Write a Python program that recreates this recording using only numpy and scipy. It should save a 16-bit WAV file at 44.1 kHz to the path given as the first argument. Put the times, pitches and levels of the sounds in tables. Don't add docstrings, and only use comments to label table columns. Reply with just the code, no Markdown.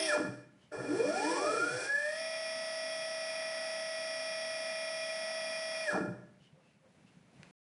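import sys
import numpy as np
from scipy import signal
from scipy.fft import rfft, irfft, next_fast_len
from scipy.io import wavfile
from scipy.ndimage import uniform_filter1d, map_coordinates

SR = 44100
rng = np.random.default_rng(int(sys.argv[2]) if len(sys.argv) > 2 else 0)


def wrap_up_sound(samples):
    columns = np.atleast_2d(samples).T
    tamed = np.clip(columns, -1, 1)
    steps = np.round(tamed * 32767).astype(np.int16)
    wavfile.write(sys.argv[1], SR, steps)


N = 340009
COGS, FULL_HZ = 60, 1936.4

# start in seconds, time to half speed in seconds, steepness,
# judder in dB, magnetic pull in dB, slip in cogging steps for each full speed lost per second.
BRAKES = [(.022, .128, 4, -26.5, 4, .005), (5.806, .138, 4, -26, 2, .016)]


def amp(db):
    return np.exp(np.asarray(db) * (np.log(10) / 20))


def unit(x):
    return x / np.sqrt(np.mean(x ** 2) + 1e-20)


def level_out(x):
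    power = np.abs(uniform_filter1d(x ** 2, size=4000))
    return x / np.sqrt(power + np.mean(power) / 1000)


def along(points, hz):
    freqs, values = np.transpose(points)
    return np.interp(np.log(hz + 1), np.log(freqs + 1), values)


def curves(rows):
    times, *columns = np.transpose(rows)
    return [np.interp(np.arange(N) / SR, times, column) for column in columns]


def wobble(rate):
    knots = rng.standard_normal(2 ** 11)
    coarse = np.arange(0, N + 32, 32)
    return np.interp(np.arange(N), coarse, map_coordinates(knots, [coarse * rate / SR], mode="mirror"))


def ring(x, gain):
    size = 2 * next_fast_len(N // 2 + SR // 4)
    cepstrum = irfft(np.log(np.maximum(gain(np.fft.rfftfreq(size, 1 / SR)), 1e-6)))
    cepstrum[1:size // 2] *= 2
    cepstrum[size // 2 + 1:] = 0
    return irfft(rfft(x, size) * np.exp(rfft(cepstrum)), size)[:N]


def colour(x, spectrum):
    size = next_fast_len(N + SR // 4)
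    return irfft(rfft(x, size) * amp(along(spectrum, np.fft.rfftfreq(size, 1 / SR))), size)[:N]


def resonance(hz, centre, width):
    return 1 / np.hypot(1, (hz ** 2 - centre ** 2) / (width * (hz + 1)))


def frame(hz):
    # centre in Hz, width in Hz, height over the broad curve in dB.
    modes = [(125, 7, 26), (188, 12, 12), (301, 18, 11.5), (501, 14, 9), (597, 7, 18), (1405, 32, 23),
             (1700, 32, 18), (2420, 26, 25.5)]
    # frequency in Hz, gain in dB.
    broad = [(40, -42.5), (90, -36.5), (130, -29.5), (220, -16), (320, -1), (480, 0), (548, -7), (620, 0),
             (660, -1), (900, -3), (1250, -8), (1520, -14), (1800, -2), (1950, -14.5), (3000, -17.5),
             (11000, -59.5)]
    peaks = sum(amp(db) ** 2 / (1 + (2 * (hz - centre) / width) ** 2) for centre, width, db in modes)
    return amp(along(broad, hz)) * np.sqrt(1 + peaks)


def room(x):
    # frequency in Hz, time to fall 60 dB in seconds.
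    decay_times = [(120, 0.94), (500, 0.33), (1600, 0.62), (2400, 0.46), (6000, 0.35), (10000, 0.18)]
    hz, t, spectra = signal.stft(rng.standard_normal(SR), SR, nperseg=256)
    tail = signal.istft(spectra * amp(-60 * t / along(decay_times, hz)[:, None]), SR, nperseg=256)[1]
    return signal.fftconvolve(np.pad(x, (200, 0)), tail / np.linalg.norm(tail))[:N]


def background():
    # centre in seconds, half length in seconds, level in dB.
    grips = [(7.065, 0.11, -66), (7.443, 0.13, -61.5)]
    # frequency in Hz, relative spectral density in dB.
    air = [(18, -42.5), (30, -49.5), (76, -15), (177, -1), (284, -11), (347, -14), (586, -14.5),
           (1180, -22), (2260, -22), (2760, -25.5), (3290, -27.5), (6290, -33), (11800, -37), (15300, -66),
           (22000, -120)]
    t = np.arange(N) / SR
    rustle_power = sum(amp(db) ** 2 * np.exp(-((t - s) / half_s) ** 2) for s, half_s, db in grips)
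    envelope = np.sqrt(amp(-67.5) ** 2 + rustle_power) * amp(.8 * wobble(12))
    return envelope * unit(colour(rng.standard_normal(N), air))


def braked(start_s, half_s, steepness, judder_db, pull_db):
    age = np.maximum(np.arange(N) / SR - start_s, 0)
    share = 1 / (1 + (age / half_s) ** steepness)
    lost = 1 - share
    slowing = np.abs(np.gradient(share)) * SR * half_s
    brake_db = pull_db * np.minimum(lost * 8, 1) - 19 * lost ** 2.6
    return share, amp(judder_db) * (slowing * lost) ** .76, brake_db


def driven(rows, smooth_speed=.74, kick_s=.06):
    cog_hz, pull_db, rasp_db = curves(rows)
    t = np.arange(N) / SR
    cog_hz = cog_hz * ((t < rows[-1][0]) | (cog_hz > FULL_HZ / 2))
    speed = np.maximum(cog_hz, 0) / FULL_HZ
    age = np.maximum(t - rows[0][0], 0)
    running = np.clip(cog_hz - 2, 0, 1) * (age > 0)
    shake = amp(-37 + 2 * np.exp(-age / kick_s)) / (1 + (speed / smooth_speed) ** 12)
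    return speed, pull_db, running * amp(rasp_db), running * shake


def motors(full_pull_db=.5, full_rasp_db=-38, rasp_exponent=.8):
    # time in seconds, cogging rate in Hz, magnetic pull in dB, bearing rasp in dB.
    left_run = [(.712, 0, -11.5, -62), (1.05, 530, -8, -49.5), (1.2, 800.5, -1.5, -42),
                (1.32, 1020.5, 2, -42), (1.45, 660, -4.5, -45.5), (1.55, 470, -5, -46.5),
                (1.65, 286.5, -15, -48), (1.72, 136, -24, -51), (1.88, 6, -28, -51.5)]
    right_run = [(.712, 0, -15.5, -60), (.9, 305, -6, -52.5), (1, 456, 3, -49.5), (1.1, 635.5, -2.5, -50),
                 (1.3, 999, -2, -52.5), (1.5, 1286.5, 3.5, -46), (1.61, 1395, -5, -46.5),
                 (1.7, 1461.5, -2, -47), (1.85, 1595, -5, -43), (1.9, 1676.5, 0, -50.5),
                 (2.05, 1795.5, -4.5, -48.5), (2.2, FULL_HZ, 1, -46.5)]
    share, jerk, brake_db = braked(*BRAKES[0][:-1])
    speed, pull_db, rub, shake = driven(left_run)
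    pull_db = np.where(speed > share, pull_db, full_pull_db + brake_db)
    left = share + speed, pull_db, rub + amp(full_rasp_db) * share ** rasp_exponent, shake + jerk
    share, jerk, brake_db = braked(*BRAKES[1][:-1])
    speed, pull_db, rub, shake = driven(right_run)
    right = share * speed, pull_db + brake_db, rub * share ** rasp_exponent, shake * share + jerk
    return left, right


def deceleration(speed):
    return np.maximum(-uniform_filter1d(np.gradient(speed), size=800) * SR, 0)


def shaft(speed, flutter=.0004):
    speed = speed * (1 + flutter * wobble(12))
    return speed, np.cumsum(speed) * FULL_HZ / COGS / SR


def tones(lines, turns, waver=0):
    total = np.zeros(N, np.float32)
    angle = (2 * np.pi * (turns % 1)).astype(np.float32)
    for hz, db in lines:
        line = float(amp(db)) * np.sin(round(hz * COGS / FULL_HZ) * angle + 2 * np.pi * rng.random())
        total += line * (1 + waver * wobble(6)) if waver else line
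    return np.sqrt(2) * total


def hum(lines, speed, turns, pull_db, glide_db, slip):
    # full-speed pitch in Hz, force in dB.
    strain_lines = [(968, -48.5), (1291, -56), (2001, -54), (3873, -55)]
    braking = deceleration(speed)
    grit = np.clip(.45 * (1 - speed) + 5 * slip * braking, 0, 1)
    uneven_turns = turns + (.2 * grit + slip * braking) * wobble(170) / COGS
    surge = amp(6 * grit * (wobble(80) - .6))
    forces = [(hz, db - 20 * np.log10(frame(hz))) for hz, db in sorted(lines)]
    cogging = tones(forces[-1:], uneven_turns)
    poles = tones(forces[:-1], uneven_turns) * amp(glide_db * np.clip((1 - speed) * 6, 0, 1))
    poles /= 1 + .23 * braking
    strain = tones(strain_lines, uneven_turns) * np.clip((1 - speed) * 3, 0, 1)
    crawl_db = 20.5 * np.exp(-speed / .13)
    pull = amp(pull_db + crawl_db) * np.minimum(speed * 20, 1) ** 3
    return ring(pull * surge * (cogging + poles + strain), frame)


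def housing_rings(turns, fuzz=.64, swing=.5):
    # time in seconds, level in dB before swing narrows its range.
    low_levels = [(2.2, -59), (2.31, -37.5), (2.43, -76), (2.46, -47.5), (2.53, -67.5), (3.18, -48),
                  (3.58, -60.5), (4.34, -50), (4.44, -55.5), (4.47, -44.5), (5.13, -45.5), (5.16, -57.5),
                  (5.3, -45.5), (5.36, -58.5), (5.57, -39), (5.67, -54.5), (5.8, -40), (5.85, -42.5)]
    high_levels = [(2.2, -56.5), (2.86, -77), (2.93, -41), (3.1, -72), (4.63, -61), (4.77, -68),
                   (4.83, -35.5), (4.87, -61), (5.12, -43.5), (5.16, -81), (5.28, -52.5), (5.31, -67),
                   (5.46, -46.5), (5.59, -71), (5.65, -45), (5.85, -56)]
    total = np.zeros(N)
    for hz, trim_db, levels in [(2420, 0, low_levels), (3324, -1, high_levels)]:
        angle = 2 * np.pi * round(hz * COGS / FULL_HZ) * turns
        level_db, = curves(levels)
        level_db = level_db.mean() + swing * (level_db - level_db.mean())
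        mode = (1 + fuzz * wobble(50)) * np.sin(angle) + fuzz * wobble(50) * np.cos(angle)
        total += amp(level_db + trim_db) * unit(mode)
    return total


def bearing_song(lines, speed, turns):
    return np.minimum(speed, 1) ** 40 * (amp(1) * tones(lines, turns, waver=.14) + housing_rings(turns))


def roughness(turns, loose, pole_db=0):
    angle = np.arange(2 ** 12) / 2 ** 12
    orders = np.arange(len(angle) // 2 + 1)
    bursts = amp(unit(signal.resample(rng.standard_normal(2 ** 5), len(angle))))
    bursts *= amp(1.7 * np.cos(2 * np.pi * angle))
    sizes = amp(pole_db * (orders % 20 == 0)) * (orders < 640)
    track = unit(irfft(sizes * np.exp(2j * np.pi * rng.random(len(orders)))))
    place = turns % 1
    rub = np.sqrt(1 - loose) * np.interp(place, angle, track) + np.sqrt(loose) * rng.standard_normal(N)
    return rub * np.interp(place, angle, bursts)


def rasp(speed, turns, shell_db):
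    # frequency in Hz, gain in dB.
    shell_spectrum = [(70, -59.5), (190, -2), (280, -4), (420, -15.5), (630, 8.5), (830, 3), (1150, -6),
                      (1350, 1), (1550, -4.5), (2050, 5.5), (2250, -1), (2530, 7.5), (2660, -12),
                      (3100, -56)]
    buzz_spectrum = [(1590, -45), (2700, -7), (3020, -13.5), (3220, -2), (3450, -3.5), (4100, -20.5),
                     (4500, -9.5), (4750, -11), (5530, -0.5), (6080, -20.5), (6500, -12.5), (6850, -46),
                     (8300, -13), (9600, -6.5), (10400, -9.5), (11000, -35.5), (14300, -61), (22000, -120)]
    scrape_spectrum = [(1590, -23.5), (2700, -3.5), (2980, -10.5), (3360, -1), (3770, -12.5), (4450, -2.5),
                       (4830, -4.5), (5500, 2.5), (6790, -14.5), (7420, -6.5), (8400, -4), (10200, -8),
                       (11000, -52), (14300, -82), (22000, -120)]
    buzz = roughness(turns, loose=.3)
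    rattle = roughness(turns, loose=.44)
    scrape = roughness(turns, loose=np.clip(1 - 1.6 * speed ** 2, .35, 1), pole_db=11)
    housing = amp(shell_db + 1.1 * wobble(4.8)) * unit(colour(rattle, shell_spectrum))
    fast = amp(-.97) * unit(colour(buzz, buzz_spectrum)) + housing
    rung = unit(ring(scrape, lambda hz: frame(hz) * np.minimum(hz / 2400, 1) ** 2))
    slow = unit(colour(scrape, scrape_spectrum)) + amp(-1.5) * rung
    settled = np.clip(speed, 0, 1) ** 7
    return settled * fast + np.sqrt(1 - settled ** 2) * slow


def whine(speed, turns, pull_db):
    # full-speed pitch in Hz, relative level in dB.
    overtones = [(5164, -60), (5809, -58), (6455, -56), (7100, -56), (7746, -57), (8391, -61), (10328, -62),
                 (10973, -60)]
    envelope = amp(-5.5 + pull_db / 2) * speed ** 1.5 * np.clip((1 - speed) * 4, 0, 1) ** 2
    return envelope * tones(overtones, turns, waver=.5)


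def judder(speed, turns, scatter_db=3):
    steps = np.diff(np.floor(20 * turns), prepend=0)
    kicks = steps * amp(scatter_db * rng.standard_normal(N)) * rng.choice([-1, 1], N)
    chatter = .028 * rng.standard_normal(N)
    return kicks * np.minimum(speed * 6, 1) + chatter


def duct_rings(swept):
    # centre in Hz, width in Hz, gain in dB.
    modes = [(598, 3.6, 12), (1398, 4.2, 7.5), (1692, 4.4, 4.5), (1728, 4.4, 2)]
    return ring(swept, lambda hz: np.sqrt(sum((amp(db) * resonance(hz, centre, width)) ** 2
                                              for centre, width, db in modes)))


def shudder(speed, turns):
    force = amp(-38.5) * np.minimum(deceleration(speed), 1) * np.clip(1.5 - 5 * speed, 0, 1)
    return force * np.sqrt(2) * np.sin(2 * np.pi * COGS * turns)


def thrusters():
    # full-speed pitch in Hz, relative level in dB.
    left_hum = [(323, -47), (387, -46.5), (581, -58), (645, -40), (1291, -70), (1936, -50.5)]
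    left_song = [(2098, -54), (2388, -50), (2679, -55), (5164, -52), (5228, -55), (5519, -51), (5680, -58),
                 (9555, -62)]
    right_hum = [(258, -73.5), (581, -57.5), (613, -56), (645, -42.5), (678, -66.5), (1291, -57),
                 (1743, -64), (1936, -50)]
    right_song = [(2065, -62.5), (2196, -61), (3873, -72), (4452, -69), (4517, -63.5), (4582, -70),
                  (4872, -57), (4969, -62.5), (5033, -60.5), (5325, -63), (5356, -56.5), (5390, -63),
                  (5421, -62.5), (5486, -52), (5550, -65), (5680, -66), (5745, -65), (5809, -62),
                  (6132, -73), (7101, -73), (7423, -77), (7650, -76), (9488, -68), (9555, -63.5),
                  (10169, -69)]
    # frequency in Hz, gain in dB.
    kick_spectrum = [(40, 12), (130, -30.5), (220, -15), (400, 7.5), (600, 4.5), (800, 1), (1000, -4),
                     (1400, -5), (1700, -5.5), (2400, -12.5), (3200, -13.5), (6000, -9.5)]
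    builds = [(left_hum, left_song, -6, -4.5), (right_hum, right_song, -2.5, -.5)]
    tonal, gliding, swept, rub, kicks, shake_power, rocking = np.zeros((7, N))
    for build, brake, motion in zip(builds, BRAKES, motors()):
        hum_lines, song_lines, glide_db, shell_db = build
        mean_speed, pull_db, rasp_gain, shake = motion
        speed, turns = shaft(mean_speed)
        tone = hum(hum_lines, speed, turns, pull_db, glide_db, slip=brake[-1])
        tonal += tone + bearing_song(song_lines, speed, turns) + whine(speed, turns, pull_db)
        gliding += tone * np.clip((1 - speed) * 14, 0, 1)
        swept += tone * np.clip(deceleration(mean_speed) / 2 - .5, 0, 1)
        turning = np.minimum(speed / .011, 1) ** 2
        rub += amp(-2.5) * turning * rasp_gain * rasp(speed, turns, shell_db)
        kicks += judder(speed, turns)
        shake_power += (turning * shake) ** 2
        rocking += shudder(mean_speed, turns)
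    rung_kicks = ring(kicks, lambda hz: frame(hz) * amp(along(kick_spectrum, hz)))
    knocks = amp(-9) * np.sqrt(shake_power) * level_out(rung_kicks)
    table = ring(rocking, lambda hz: resonance(hz, centre=126, width=36) ** 3)
    echo = amp(-6) * room(gliding + knocks) + amp(-7) * room(rub)
    return tonal + rub + knocks + table + duct_rings(swept) + echo


def boom(hz, age, t60_s):
    return amp(-60 * age / t60_s) * (1 - np.exp(-age / .0014)) ** 2 * np.sin(2 * np.pi * hz * age)


def jolts():
    # start in seconds, relative force in dB, boom level in dB, boom pitch in Hz.
    impacts = [(.177, -26, -34, 290), (.199, -30, -25, 295), (.25, -35, -31, 280), (.279, -42, -36, 190),
               (5.928, -28, -37, 190), (5.944, -27, -32, 190), (5.954, -28, -35, 290),
               (5.974, -28, -30, 270), (5.984, -30, -29, 290), (6.008, -33, -30, 190),
               (6.04, -39, -33, 185), (6.076, -45, -33, 185), (6.109, -50, -33, 185)]
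    # frequency in Hz, gain in dB.
    thud_spectrum = [(40, -35), (110, 6), (190, 10), (300, 3), (480, -9), (600, -7), (850, 6), (1150, 4),
                     (1400, 4), (1800, -4), (2400, -20), (6000, -8)]
    age = np.arange(SR // 10) / SR
    contacts, booms = np.zeros((2, N))
    for s, force_db, boom_db, boom_hz in impacts:
        push = amp(-60 * age / .025) * rng.standard_normal(len(age))
        at = round(s * SR)
        contacts[at:][:len(age)] += amp(force_db + 24) * push / np.linalg.norm(push)
        booms[at:][:len(age)] += amp(boom_db) * boom(boom_hz, age, t60_s=.13)
    thuds = ring(contacts, lambda hz: frame(hz) * amp(along(thud_spectrum, hz))) + booms
    return thuds + amp(-11.5) * room(thuds)


def thumb_rubs(age, width_octaves=.059, skirt_db=-15.5):
    # centre in seconds, half length in seconds, pitch in Hz, level in dB.
    scuffs = [(0.635, .03, 3000, -71.5), (6.447, .03, 2940, -69), (6.602, .04, 520, -68),
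              (6.693, .05, 2650, -75), (6.86, 0.023, 530, -66), (7.08, 0.015, 2730, -70),
              (7.365, 0.0086, 2800, -74), (7.462, 0.013, 2520, -72.5)]
    rubs = np.zeros(N + SR)
    for s, half_s, hz, db in scuffs:
        octaves = np.log2((np.fft.rfftfreq(len(age), 1 / SR) + 1) / hz)
        band = 1 / (1 + (octaves / width_octaves) ** 2) + amp(skirt_db) * np.exp(-octaves ** 2 / 2)
        squeak = unit(irfft(rfft(rng.standard_normal(len(age))) * band, len(age)))
        swell = np.exp(-((age - age.mean()) / half_s) ** 2 / 2)
        rubs[round((s - age.mean()) * SR):][:len(age)] += amp(db) * swell * squeak
    return rubs[:N]


def finger_bumps(age):
    # start in seconds, level in dB.
    touches = [(6.317, -48), (6.406, -52), (6.529, -48), (7.045, -51), (7.169, -46), (7.372, -51),
               (7.395, -47)]
    bumps = np.zeros(N + SR)
    for s, db in touches:
        hz = 173 * np.exp(.083 * rng.standard_normal())
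        bumps[round(s * SR):][:len(age)] += amp(db) * boom(hz, age, t60_s=.077)
    return bumps[:N]


def stick_clicks(age, t60_s=.012):
    # start in seconds, burst level in dB.
    clicks = [(6.526, -54), (7.169, -62), (7.431, -28.5)]
    # frequency in Hz, gain in dB.
    plastic = [(200, -12), (900, -13), (1600, 0), (2700, -2), (3600, -15), (6000, -19), (11000, -28)]
    taps = np.zeros(N + SR)
    for s, db in clicks:
        taps[round(s * SR):][:len(age)] += amp(db - 60 * age / t60_s) * rng.standard_normal(len(age))
    return ring(taps[:N], lambda hz: amp(along(plastic, hz)))


def joystick():
    age = np.arange(SR // 4) / SR
    handling = stick_clicks(age) + thumb_rubs(age) + finger_bumps(age)
    return handling + amp(-10) * room(handling)


def scene():
    return (thrusters() + jolts() + joystick() + background())[None]


def record(dry, end_s=7.511, top_hz=10900):
    live = np.arange(N) / SR < end_s
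    size = next_fast_len(N + SR // 4)
    passband = np.fft.rfftfreq(size, 1 / SR) < top_hz
    return irfft(rfft(dry * live, size) * passband, size)[:, :N]


dry = scene()
out = record(dry)
wrap_up_sound(out)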